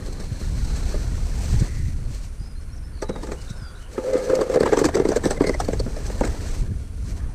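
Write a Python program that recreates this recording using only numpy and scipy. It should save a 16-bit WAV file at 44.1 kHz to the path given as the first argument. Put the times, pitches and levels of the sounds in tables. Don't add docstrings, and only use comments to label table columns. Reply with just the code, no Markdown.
import sys
import numpy as np
from scipy import signal
from scipy.fft import rfft, irfft
from scipy.io import wavfile
from scipy.ndimage import uniform_filter1d

SR = 44100
rng = np.random.default_rng(int(sys.argv[2]) if len(sys.argv) > 2 else 0)


def generate_wav(signal):
    frames = np.transpose(np.atleast_2d(signal))
    scaled = np.clip(frames, -1, 1) * 32767
    pcm = np.round(scaled).astype(np.int16)
    wavfile.write(sys.argv[1], SR, pcm)


N = 323852
T = np.arange(N) / SR

# (time [s], level [dB])
WIND = [(0.0, -27), (0.41, -28), (0.49, -20.5), (1.33, -21), (1.49, -22.5), (1.53, -13.5), (1.59, -16.5),
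        (1.69, -27), (1.82, -21), (2.33, -29.5), (3.37, -30), (4.19, -38), (5.85, -21.5), (5.91, -27),
        (6.32, -21), (6.36, -27), (6.62, -20.5), (6.89, -30.5), (7.09, -22.5), (7.18, -28.5), (7.22, -21.5),
        (7.34, -29.5)]
# (time [s], level [dB], Gaussian width [s])
BUFFETS = [(0.323, -20, 0.0048), (0.523, -30.5, 0.074), (1.546, -19.5, 0.011), (1.619, -14, 0.0092),
           (1.813, -26, 0.049), (1.883, -28.5, 0.012), (2.025, -32, 0.057), (3.512, -25, 0.0048),
           (3.627, -28, 0.0058), (2.103, -31, 0.02), (2.412, -27, 0.0054), (5.755, -33.5, 0.1),
           (6.633, -22.5, 0.015), (6.712, -20.5, 0.012)]
# (time [s], Gaussian width [s], level [dB])
WHINE = [(.85, 0.24, -56.5), (3.624, 0.15, -52)]
# (time [s], length [s], start [Hz], middle [Hz], end [Hz], level [dB], trill [0-1])
SONG = [(2.045, 0.017, 4400, 4350, 4270, -55, 0), (2.383, .11, 4800, 5030, 5140, -52, 0.44),
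        (2.475, 0.064, 5130, 5000, 4600, -55.5, 0), (2.551, .05, 4100, 4210, 4290, -54, 0.2),
        (2.603, .02, 5860, 5300, 5000, -57, 0), (2.685, .035, 4210, 4250, 4180, -59, .13),
        (2.717, 0.034, 5350, 5530, 5620, -49, .3), (2.764, 0.025, 6200, 5750, 4950, -52, 0.2),
        (2.823, .054, 4950, 5240, 5400, -55, .1), (2.92, 0.13, 4560, 4300, 4200, -53, .95),
        (3.029, .19, 4000, 3860, 3700, -49.5, 0.34), (3.36, 0.071, 2710, 2940, 2720, -51, 0.1),
        (3.467, 0.063, 3880, 3810, 3800, -46, 0.7), (3.55, 0.066, 5100, 5300, 5000, -53, .4),
        (3.594, 0.12, 5080, 4820, 4540, -49, 0), (3.586, 0.18, 3520, 3380, 3450, -57.5, .6),
        (3.743, 0.047, 3530, 3970, 3540, -51.5, 0.7), (3.791, 0.1, 2950, 2980, 3040, -53, 0.56),
        (6.77, .1, 3480, 3380, 3230, -65, .2)]

# (frequency [Hz], relative power density [dB])
AIR = [(150, -10), (250, -29), (500, -38), (900, -18.5), (1500, -23.5), (2200, -20.5), (3200, -28),
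       (4300, -32), (6500, -79), (8700, -20), (10500, -25.5), (12500, -38), (15300, -42)]
GUST = [(11, -24), (18, 1), (29, 2), (75, -4.5), (118, -13.5), (264, -25.5), (473, -46.5), (500, -56),
        (650, -83), (1100, -120)]
BUFFET = [(50, -90), (90, 9), (160, -3.5), (230, -15), (400, -25.5), (800, -69)]
SAND = [(2200, 3.5), (3300, -2), (3800, -0.5), (4250, 5), (5000, 1.5), (6150, 5.5), (6700, 1), (8200, 3),
        (9500, -7.5), (11500, -13), (12800, -10), (15000, -21)]
GRIT = [(2200, 3.5), (3000, -7), (4400, 6), (5100, 5), (6100, 6.5), (6900, 3), (7900, 7.5), (8700, 2),
        (9800, -11), (11500, -18.5), (12700, -10), (15000, -23)]
RASP = [(300, 12), (600, 5.5), (850, 3), (1050, 2), (1250, 0.5), (1430, -3), (1700, 1), (2100, -6.5),
        (2700, -16), (4000, -17)]
MORTAR = [(130, 4), (200, 10), (310, 4), (450, -1), (620, -2), (780, -16), (1000, -18), (1500, -14)]

# (time [s], depth [0-1])
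DEPTH = [(0, 0.61), (3.4, 0.48), (3.95, 0.22), (4.45, 0), (4.65, 0.71), (4.9, 0.74), (7.3, 0.94)]
# (frequency [Hz], T60 [s], level skimming [dB], level deep in mortar [dB])
SHOVEL_MODES = [(233, 0.052, -51, -2), (291, 0.068, -54, 14.5), (408, 0.044, -44, 11),
                (446, 0.048, -7.5, 5.5), (507.5, 0.079, 1, -13), (574, 0.047, -56, -1),
                (658, 0.26, -54, -9.5), (797, 0.077, -28, -11), (865, 0.0082, -9, -46),
                (1223, 0.029, -11, -28), (1970, 0.021, -34, -28), (2055, 0.08, -27, -25)]
# (frequency [Hz], level [dB], T60 [s])
BARE_MODES = [(410, 4, 0.14), (620, 2, 0.045), (872, 4, .12), (1211, 3.5, .09), (1680, -1, 0.054),
              (2070, -15, 0.054)]

# (time [s], level [dB])
STONES = [(.128, -26), (0.202, -25), (.647, -23.5), (0.763, -22), (1.598, -20.5), (3.27, -30),
          (3.417, -25.5), (3.503, -24.5), (5.648, -22), (6.066, -19.5), (6.298, -31), (6.483, -24.5),
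          (6.511, -26)]
# (time [s], level [dB], decay [s])
PLOPS = [(0.2, -29, 0.018), (0.413, -29, 0.02), (0.944, -29, 0.032), (3.098, -23, 0.017),
         (3.156, -30, 0.03), (4.942, -32, 0.013), (5.246, -19, 0.011), (5.41, -20, .012),
         (5.469, -20.5, 0.015), (5.617, -42, 0.016), (5.687, -24, 0.0083), (5.863, -22.5, 0.019),
         (6.093, -25, 0.0053), (6.264, -36, 0.02), (6.444, -35, 0.017)]
# (time [s], Gaussian width [s], level [dB])
SWEEPS = [(0.062, 0.013, -45), (0.656, .02, -59), (1.48, 0.057, -61), (2.146, 0.034, -45),
          (2.25, 0.02, -46), (3.243, 0.016, -53), (3.82, .018, -50), (3.938, 0.013, -46.5),
          (4.248, 0.014, -40), (7.1, .028, -46.5), (7.174, 0.011, -45.5)]
# (time [s], Gaussian width [s], frequency [Hz], bandwidth per filter pass [Hz], level [dB])
SQUEALS = [(.3, 0.33, 4200, 450, -54.5), (0.797, 0.2, 4180, 605, -51), (1.72, 0.14, 1980, 510, -49),
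           (4.26, .06, 1690, 150, -46), (4.815, .04, 7940, 700, -58), (5.378, 0.0056, 2060, 150, -39),
           (5.464, 0.014, 2090, 130, -34.5), (5.496, 0.0048, 2040, 130, -30.5),
           (5.549, 0.0075, 2000, 152, -30), (5.12, 0.0034, 6000, 400, -32), (5.8, 0.0031, 3400, 500, -43),
           (5.801, 0.0042, 4370, 600, -30)]
# (time [s], sand hiss level [dB], coarse rasp level [dB])
MOVES = [
    [(0.0, -51.5, -43), (0.29, -47.5, -48), (0.82, -42.5, -42), (1.28, -45.5, -45.5), (1.58, -40, -41.5),
     (1.66, -44.5, -42.5), (1.85, -48.5, -56.5), (2.06, -54, -48.5), (2.35, -56.5, -55)],
    [(2.55, -59.5, -56), (3.064, -60.5, -53.5), (3.204, -53.5, -50), (3.482, -51.5, -50), (3.738, -59, -52),
     (3.88, -60, -52)],
    [(4.0, -47.5, -43), (4.18, -45.5, -44), (4.79, -44.5, -36), (5.04, -47, -41), (5.31, -46.5, -41),
     (5.78, -48.5, -49), (6.15, -45, -42.5), (6.34, -46.5, -42), (6.5, -43, -42.5), (6.6, -46.5, -48),
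     (6.7, -55, -50)],
    [(6.95, -58, -65), (7.098, -52.5, -47.5), (7.238, -57, -47.5), (7.34, -57, -51.5)],
]
# (time [s], attack [s], hold [s], easing [dB/s], level [dB])
BITES = [(0, 0.018, 0.13, 53, -44), (3.095, 0.034, 0.11, 130, -42), (3.906, 0.24, 0.37, 10, -28)]
# (time [s], Gaussian width [s])
STICKS = [(4.454, 0.0079), (4.486, 0.0053), (4.587, 0.01), (4.644, .005), (4.831, .005), (4.884, .005),
          (4.914, 0.01), (4.996, 0.0041), (5.035, 0.0072), (5.195, 0.011), (5.388, 0.0089), (5.432, .004),
          (5.562, .012)]
# (time [s], hum level [dB])
JUDDER = [(3.979, -24), (4.038, -40), (4.044, -21), (4.12, -27), (4.138, -12.5), (4.19, -19.5),
          (4.21, -28.5), (4.296, -25.5), (4.303, -16.5), (4.37, -18.5), (4.41, -16), (4.45, -33),
          (4.485, -34), (4.5, -22), (4.56, -23), (4.6, -47)]
# (time [s], jolt level [dB], jolt pitch [Hz], rasp level [dB], grit level [dB], length [s])
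SLIPS = [(4.135, -21, 453, -32, -34.5, 0.0058), (4.153, -15, 330, -36, -54, .008),
         (4.178, -22, 505, -34, -40, 0.0099), (4.299, -9, 500, -24, -38, 0.0063),
         (4.331, -7, 483, -49, -50, 0.0053), (4.354, -19, 497, -31, -27.5, 0.004),
         (4.39, -10, 470, -41, -57, 0.0053), (4.415, -10, 454, -18.5, -30, 0.0045),
         (4.497, -11, 510, -30, -38.5, 0.007), (4.519, -23, 480, -32, -42, 0.0071),
         (4.543, -12, 444, -24, -33.5, 0.0073), (4.559, -5, 483, -20, -37, 0.0046),
         (4.573, -5.5, 470, -25, -50, 0.0016), (4.607, -2.5, 433, -24, -28.5, 0.0027),
         (4.633, -6, 477, -17.5, -34, 0.0042), (4.661, -11.5, 480, -17.5, -34, 0.01),
         (4.675, -22, 520, -20, -44, .005), (4.692, -21, 520, -31, -43, 0.0072),
         (4.723, -7.5, 450, -21, -36, 0.0048), (4.732, -7, 430, -15, -32, 0.0098),
         (4.773, -9, 423, -16, -28.5, 0.0071), (4.789, -15, 322, -17.5, -26, 0.013),
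         (4.814, -7, 408, -34, -35, 0.008), (4.844, -10, 310, -16, -25, 0.01),
         (4.854, -8, 383, -17, -22.5, 0.0092), (4.947, -22, 427, -18, -32, 0.0077),
         (4.954, -6, 396, -20, -23.5, 0.0029), (4.969, -8.5, 390, -24, -36.5, 0.014),
         (4.999, -5.5, 403, -21.5, -38, 0.0059), (5.02, -16, 450, -34, -46, .005),
         (5.052, -7, 430, -28, -38, 0.0079), (5.089, -6.5, 396, -30, -31.5, 0.011),
         (5.118, -16, 607, -23.5, -37, 0.012), (5.161, -10, 484, -25.5, -30.5, 0.008),
         (5.168, -13.5, 530, -26, -27.5, 0.0061), (5.238, -22, 368, -26.5, -34.5, 0.035),
         (5.256, -5.5, 349, -30, -28.5, 0.0057), (5.268, -18, 385, -31, -31, 0.0068),
         (5.308, -12, 490, -22, -26, 0.012), (5.375, -22.5, 530, -28.5, -42, 0.0031),
         (5.406, -15, 790, -25.5, -43, 0.0045), (5.407, -3.5, 396, -28, -42, 0.0058),
         (5.419, -24, 450, -29, -36, 0.01), (5.442, -12.5, 452, -21.5, -36, 0.006),
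         (5.47, -12, 454, -28, -29, 0.012), (5.494, -8, 468, -25.5, -30.5, .0045),
         (5.546, -20, 590, -29.5, -36.5, .004), (5.686, -15, 487, -26.5, -36, 0.004),
         (5.732, -18, 450, -30, -36, 0.009), (5.799, -17, 475, -35, -31.5, 0.0052),
         (5.966, -26, 590, -34, -42, 0.0067), (6.101, -25.5, 513, -32, -43, 0.0034)]
# (time [s], jolt level [dB], jolt pitch [Hz],
# rasp level [dB], grit level [dB], length [s], steel ring level [dB])
KNOCKS = [(0.942, -20.5, 565, -45, -59, 0.011, -44), (3.024, -19, 465, -27.5, -32, 0.0085, -34),
          (3.094, -10, 304, -30, -37.5, 0.0043, -46), (3.161, -25, 380, -31.5, -47, 0.0051, -46),
          (3.233, -22, 303, -35, -41.5, 0.014, -41.5), (3.274, -34, 420, -32, -45, .005, -58),
          (3.287, -19.5, 260, -43, -50, 0.008, -44), (3.318, -22.5, 400, -31, -38.5, 0.017, -43),
          (3.979, -10, 377, -31.5, -52, 0.0035, -38), (4.889, -18, 700, -23, -35, 0.005, -49),
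          (5.602, -15.5, 733, -20, -27.5, 0.0092, -44), (6.209, -13, 840, -30, -39, 0.0026, -43),
          (6.21, -6.5, 516, -35, -33, .003, -54), (6.237, -14, 302, -26.5, -39.5, 0.015, -60),
          (6.25, -25, 342, -27, -30, .007, -56), (6.275, -24, 393, -32, -35.5, 0.008, -58)]

HISS_DB, RASP_DB, SHEAR_DB, CRACKLE_DB, SHAKE_DB = -0.5, 0, 2, -23, -5.5
STICK_DB = -5.5
CHATTER_PER_S, CHATTER_DB, CHATTER_T60_S, CHATTER_STRETCH = 700, -11.5, 0.035, 1.02
CRUMBS_PER_S, CRUMBS_DB, CRUMBS_DECAY_S = 350, -15, 0.029
AIR_DB, WHINE_REST_DB = -57.5, -63
CUTOFF_HZ = 15400


def from_db(db):
    return 10 ** (np.asarray(db) / 20)


def rms_one(x):
    return x / np.sqrt(np.mean(x ** 2) + 1e-20)


def in_time(rows):
    s, *columns = np.transpose(rows)
    return [np.interp(T, s, column) for column in columns]


def drift(rate):
    step = 40
    r = np.exp(-2 * np.pi * rate * step / SR)
    noise = rng.standard_normal(N // step + 2002)
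    slow = signal.lfilter([1], [1, -2 * r, r * r], noise)[2000:]
    return np.interp(np.arange(N) / step, np.arange(len(slow)), rms_one(slow))


def colour(x, spectrum):
    hz, db = np.transpose(spectrum)
    log_hz = np.log(np.fft.rfftfreq(2 * N, 1 / SR) + 1e-3)
    outside = np.abs(log_hz - np.clip(log_hz, np.log(hz[0]), np.log(hz[-1])))
    gain = from_db(np.interp(log_hz, np.log(hz), db) - 40 * outside)
    return rms_one(irfft(rfft(x, 2 * N) * gain)[:N])


def steady(x, seconds):
    power = np.abs(uniform_filter1d(x ** 2, int(seconds * SR)))
    return x / np.sqrt(power + 1e-9)


def swell(s, length, db):
    return from_db(db) * np.exp(-.5 * ((T - s) / length) ** 2)


def bursts(times, levels_db, lengths, rise):
    power = np.zeros(N)
    for s, db, length in zip(times, levels_db, lengths):
        near = slice(max(int((s - .05) * SR), 0), int((s + .15) * SR))
        t = T[near] - s
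        shape = np.exp(np.minimum(t / rise, -t / max(length, 1e-3)))
        power[near] += (from_db(db) * shape) ** 2
    return np.sqrt(power)


def ring(force, hz, t60):
    r = np.exp(-np.log(1000) / (t60 * SR))
    w = 2 * np.pi * hz / SR
    return signal.lfilter([0, np.sin(w)], [1, -2 * r * np.cos(w), r * r], force + 1e-18)


def narrow_noise(hz, width_hz):
    t60 = np.log(1000) / (np.pi * width_hz)
    once = ring(rng.standard_normal(N), hz, t60)
    return rms_one(ring(once, hz, t60))


def grains(per_s, spread_db):
    sizes = from_db(spread_db * np.minimum(rng.exponential(1, N), 4))
    return sizes * rng.choice([-1, 1], N) * (rng.random(N) < per_s / SR)


def grinding(spectrum, per_s, spread_db, span_s):
    x = grains(per_s, spread_db)
    lags = (np.linspace(0, span_s, num=7) * SR).astype(int)
    reflected = sum(drift(22) * np.roll(x, lag) for lag in lags)
    return steady(colour(reflected, spectrum), seconds=.012)


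def open_air():
    return from_db(AIR_DB) * colour(rng.standard_normal(N), AIR)


def far_whine():
    level = from_db(WHINE_REST_DB) + sum(swell(*row) for row in WHINE)
    return level * narrow_noise(hz=1444, width_hz=250)


def wind():
    rumble_level = from_db(in_time(WIND)[0] - 0.66)
    rumble = rumble_level * steady(colour(rng.standard_normal(N), GUST), seconds=0.15)
    buffet_level = sum(swell(s, length, db) for s, db, length in BUFFETS)
    return rumble + buffet_level * steady(colour(rng.standard_normal(N), BUFFET), seconds=0.0413)


def bird(trill_hz, swing_hz, rough_hz):
    out = np.zeros(N)
    for s, length, start, middle, end, db, trill in SONG:
        u = np.linspace(0, 1, int(length * SR))
        shake = 2 * np.pi * np.cumsum(trill_hz * (1 + 0.16 * drift(40)[:len(u)])) / SR
        flutter = swing_hz * np.sin(shake) + rough_hz * drift(200)[:len(u)]
        arch = np.polyval(np.polyfit([0, .5, 1], [start, middle, end], 2), u)
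        hz = arch - trill * flutter
        loudness = (1 + trill * np.cos(shake)) ** 2 / (1 + trill)
        level = from_db(db) * np.sqrt(np.abs(np.sin(np.pi * u))) * loudness
        first = int(s * SR)
        out[first:first + len(u)] += level * np.sin(2 * np.pi * np.cumsum(hz) / SR)
    return out


def far_off(x, t60, wet_db):
    t = np.arange(SR // 2) / SR
    tail = rng.standard_normal(len(t)) * np.exp(-np.log(1000) * t / t60)
    return x + from_db(wet_db) * signal.fftconvolve(x, tail / np.linalg.norm(tail))[:N]


def plops():
    s, db, length = np.transpose(PLOPS)
    lumps = colour(grains(per_s=1400, spread_db=14.0), MORTAR)
    return bursts(s, db, length, rise=0.0013) * steady(lumps, seconds=0.0065)


def stones():
    s, level_db = np.transpose(STONES)
    crunch = grinding(GRIT, per_s=6000, spread_db=3, span_s=.0013)
    return bursts(s + 0.002, level_db - 15.5, np.full(len(s), .008), rise=0.0055) * crunch


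def clangs():
    s, *_, db = np.transpose(KNOCKS)
    force = np.zeros(N)
    force[((s + .002) * SR).astype(int)] = from_db(db)
    return sum(from_db(level_db) * ring(force, hz, t60) for hz, level_db, t60 in BARE_MODES)


def depth_at(s):
    return np.clip(np.interp(s, *np.transpose(DEPTH)), 0, 1)


def shovel(force, uneven_db):
    depth, out = depth_at(T), 0
    for hz, t60, skim_db, deep_db in SHOVEL_MODES:
        contact = drift(15)
        mode_db = skim_db + depth * (deep_db - skim_db) + uneven_db * contact
        out = out + ring(force * from_db(mode_db), hz, t60)
    return out


def judder(hz, waver_hz, hop_hz, hop_share, lower_hz, lower_db):
    upper = np.sin(2 * np.pi * np.cumsum(hz + waver_hz * drift(31.0)) / SR)
    lower = np.sin(2 * np.pi * np.cumsum(lower_hz + 2 * waver_hz * drift(31.0)) / SR)
    hop_phase = 2 * np.pi * np.cumsum(hop_hz + 22 * drift(17.6)) / SR
    hops = 1 + np.clip(hop_share, 0, 1) * np.sin(hop_phase)
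    s, db = np.transpose(JUDDER)
    active = (T > s[0]) * (T < s[-1])
    level = from_db(np.interp(T, s, db) - 1.5 + 2.4 * drift(31)) * active
    rasp = from_db(-19.5) * grinding(RASP, per_s=3000, spread_db=5.5, span_s=0.00281)
    return level * hops * (upper + from_db(lower_db) * lower + rasp)


def bite():
    level = np.zeros(N)
    for s, attack, hold, easing, db in BITES:
        release_s = np.maximum(T - s - attack - hold, 0)
        level += np.clip((T - s) / attack, 0, 1) * from_db(db - easing * release_s)
    return level


def sticking():
    return from_db(STICK_DB * sum(swell(s, length, 0) for s, length in STICKS))


def sliding():
    hiss_db, rasp_db = in_time(np.vstack(MOVES))
    pressure = from_db(1.29 * drift(20.6))
    sand_level = from_db(hiss_db + HISS_DB) + sum(swell(*sweep) for sweep in SWEEPS) / 2
    hiss = sand_level * colour(grains(per_s=14000, spread_db=4.0), SAND)
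    crackle = from_db(hiss_db + CRACKLE_DB) * colour(grains(per_s=240, spread_db=-3), GRIT)
    rasp = from_db(rasp_db + RASP_DB) * grinding(RASP, per_s=2000, spread_db=2.5, span_s=0.003597)
    shear_level = depth_at(T) * from_db(rasp_db + SHEAR_DB)
    shear = shear_level * colour(grains(per_s=1200, spread_db=4.5), MORTAR)
    squeal = sum(swell(s, length, db) * narrow_noise(hz, width) for s, length, hz, width, db in SQUEALS)
    shaken = steady(shovel(grains(per_s=900, spread_db=2), uneven_db=1.5), seconds=.04)
    shake_level = np.hypot(from_db(rasp_db + SHAKE_DB), bite())
    scrape = hiss + crackle + rasp + shear + squeal + shake_level * shaken
    return sticking() * pressure * scrape


def jolts(rows, swell_s, rebound_db, rebound_s):
    out, t = np.zeros(N), np.arange(int(.04 * SR)) / SR
    shape = (t / swell_s) ** 2 * np.exp(2 - 2 * t / swell_s)
    chances = rng.uniform(-1.38, 1, (len(rows), 2))
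    for (s, db, hz, *_), (late, detune) in zip(rows, chances):
        first = int(s * SR)
        second = int((s + rebound_s * (1 + 0.24 * late)) * SR)
        rebound_hz = hz * (1 + 0.33 * detune)
        out[first:first + len(t)] += from_db(db - 2.5) * shape * np.sin(2 * np.pi * hz * t)
        rebound = from_db(db + rebound_db) * shape * np.sin(2 * np.pi * rebound_hz * t)
        out[second:second + len(t)] += rebound
    return out


def chatter(rows):
    out, t = np.zeros(N), np.arange(int(.15 * SR)) / SR
    for s, db, hz, _, _, length in rows:
        catches = rng.standard_normal(len(t)) * (rng.random(len(t)) < CHATTER_PER_S / SR)
        ringing = steady(ring(catches, hz, CHATTER_T60_S), seconds=.02)
        fade = (1 - np.exp(-t / 0.0017)) * np.exp(-t / (CHATTER_STRETCH * length))
        first = int(s * SR)
        out[first:first + len(t)] += from_db(db + CHATTER_DB) * fade * ringing
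    return out


def blows():
    return np.vstack([SLIPS, np.array(KNOCKS)[:, :-1]])


def crumbs(rows):
    s, _, _, rasp_db, grit_db, _ = rows.T
    cracks = grains(CRUMBS_PER_S, spread_db=2.0)
    decay = np.full(len(s), CRUMBS_DECAY_S)
    coarse = bursts(s, rasp_db + CRUMBS_DB, decay, rise=0.0021) * colour(cracks, RASP)
    fine = bursts(s, grit_db - 26, decay, rise=0.003) * colour(cracks, GRIT)
    return coarse + fine


def slipping():
    rows = blows()
    s, jolt_db, _, rasp_db, grit_db, length = rows.T
    force = np.zeros(N)
    force[((s + .002) * SR).astype(int)] = from_db(jolt_db - 15)
    shaken = steady(shovel(grains(per_s=900, spread_db=2), uneven_db=2), seconds=.02)
    shudder = bursts(s + 0.0051, jolt_db - 12.5, 2.0 * length, rise=0.0029) * shaken
    scrape = grinding(RASP, per_s=4500, spread_db=1.0, span_s=0.00295)
    rasp = bursts(s + 0.00049, rasp_db + .5, length, rise=0.0031) * scrape
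    crunch = grinding(GRIT, per_s=4500, spread_db=3.6, span_s=.0013)
    grit = bursts(s + 0.00035, grit_db, length, rise=0.0038) * crunch
    soft = jolts(SLIPS, swell_s=0.0036, rebound_db=-10.5, rebound_s=0.01164) + chatter(SLIPS)
    hard = jolts(KNOCKS, swell_s=0.0028, rebound_db=-8.5, rebound_s=0.00813)
    return soft + hard + shovel(force, uneven_db=4) + shudder + rasp + grit + crumbs(rows)


def scene():
    song = far_off(bird(trill_hz=61.7, swing_hz=120, rough_hz=172), t60=0.3, wet_db=-5.0)
    background = open_air() + far_whine() + wind() + song
    hum = judder(hz=519, waver_hz=12.9, hop_hz=96.2, hop_share=0.42, lower_hz=435, lower_db=-10)
    work = plops() + stones() + clangs() + hum + sliding() + slipping()
    return (background + work)[None]


def record(dry):
    rounded = 0.9 * np.tanh(dry / 0.99)
    low_pass = signal.ellip(10, .1, 80, CUTOFF_HZ, fs=SR, output="sos")
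    return signal.sosfilt(low_pass, rounded)


dry = scene()
out = record(dry)
generate_wav(out)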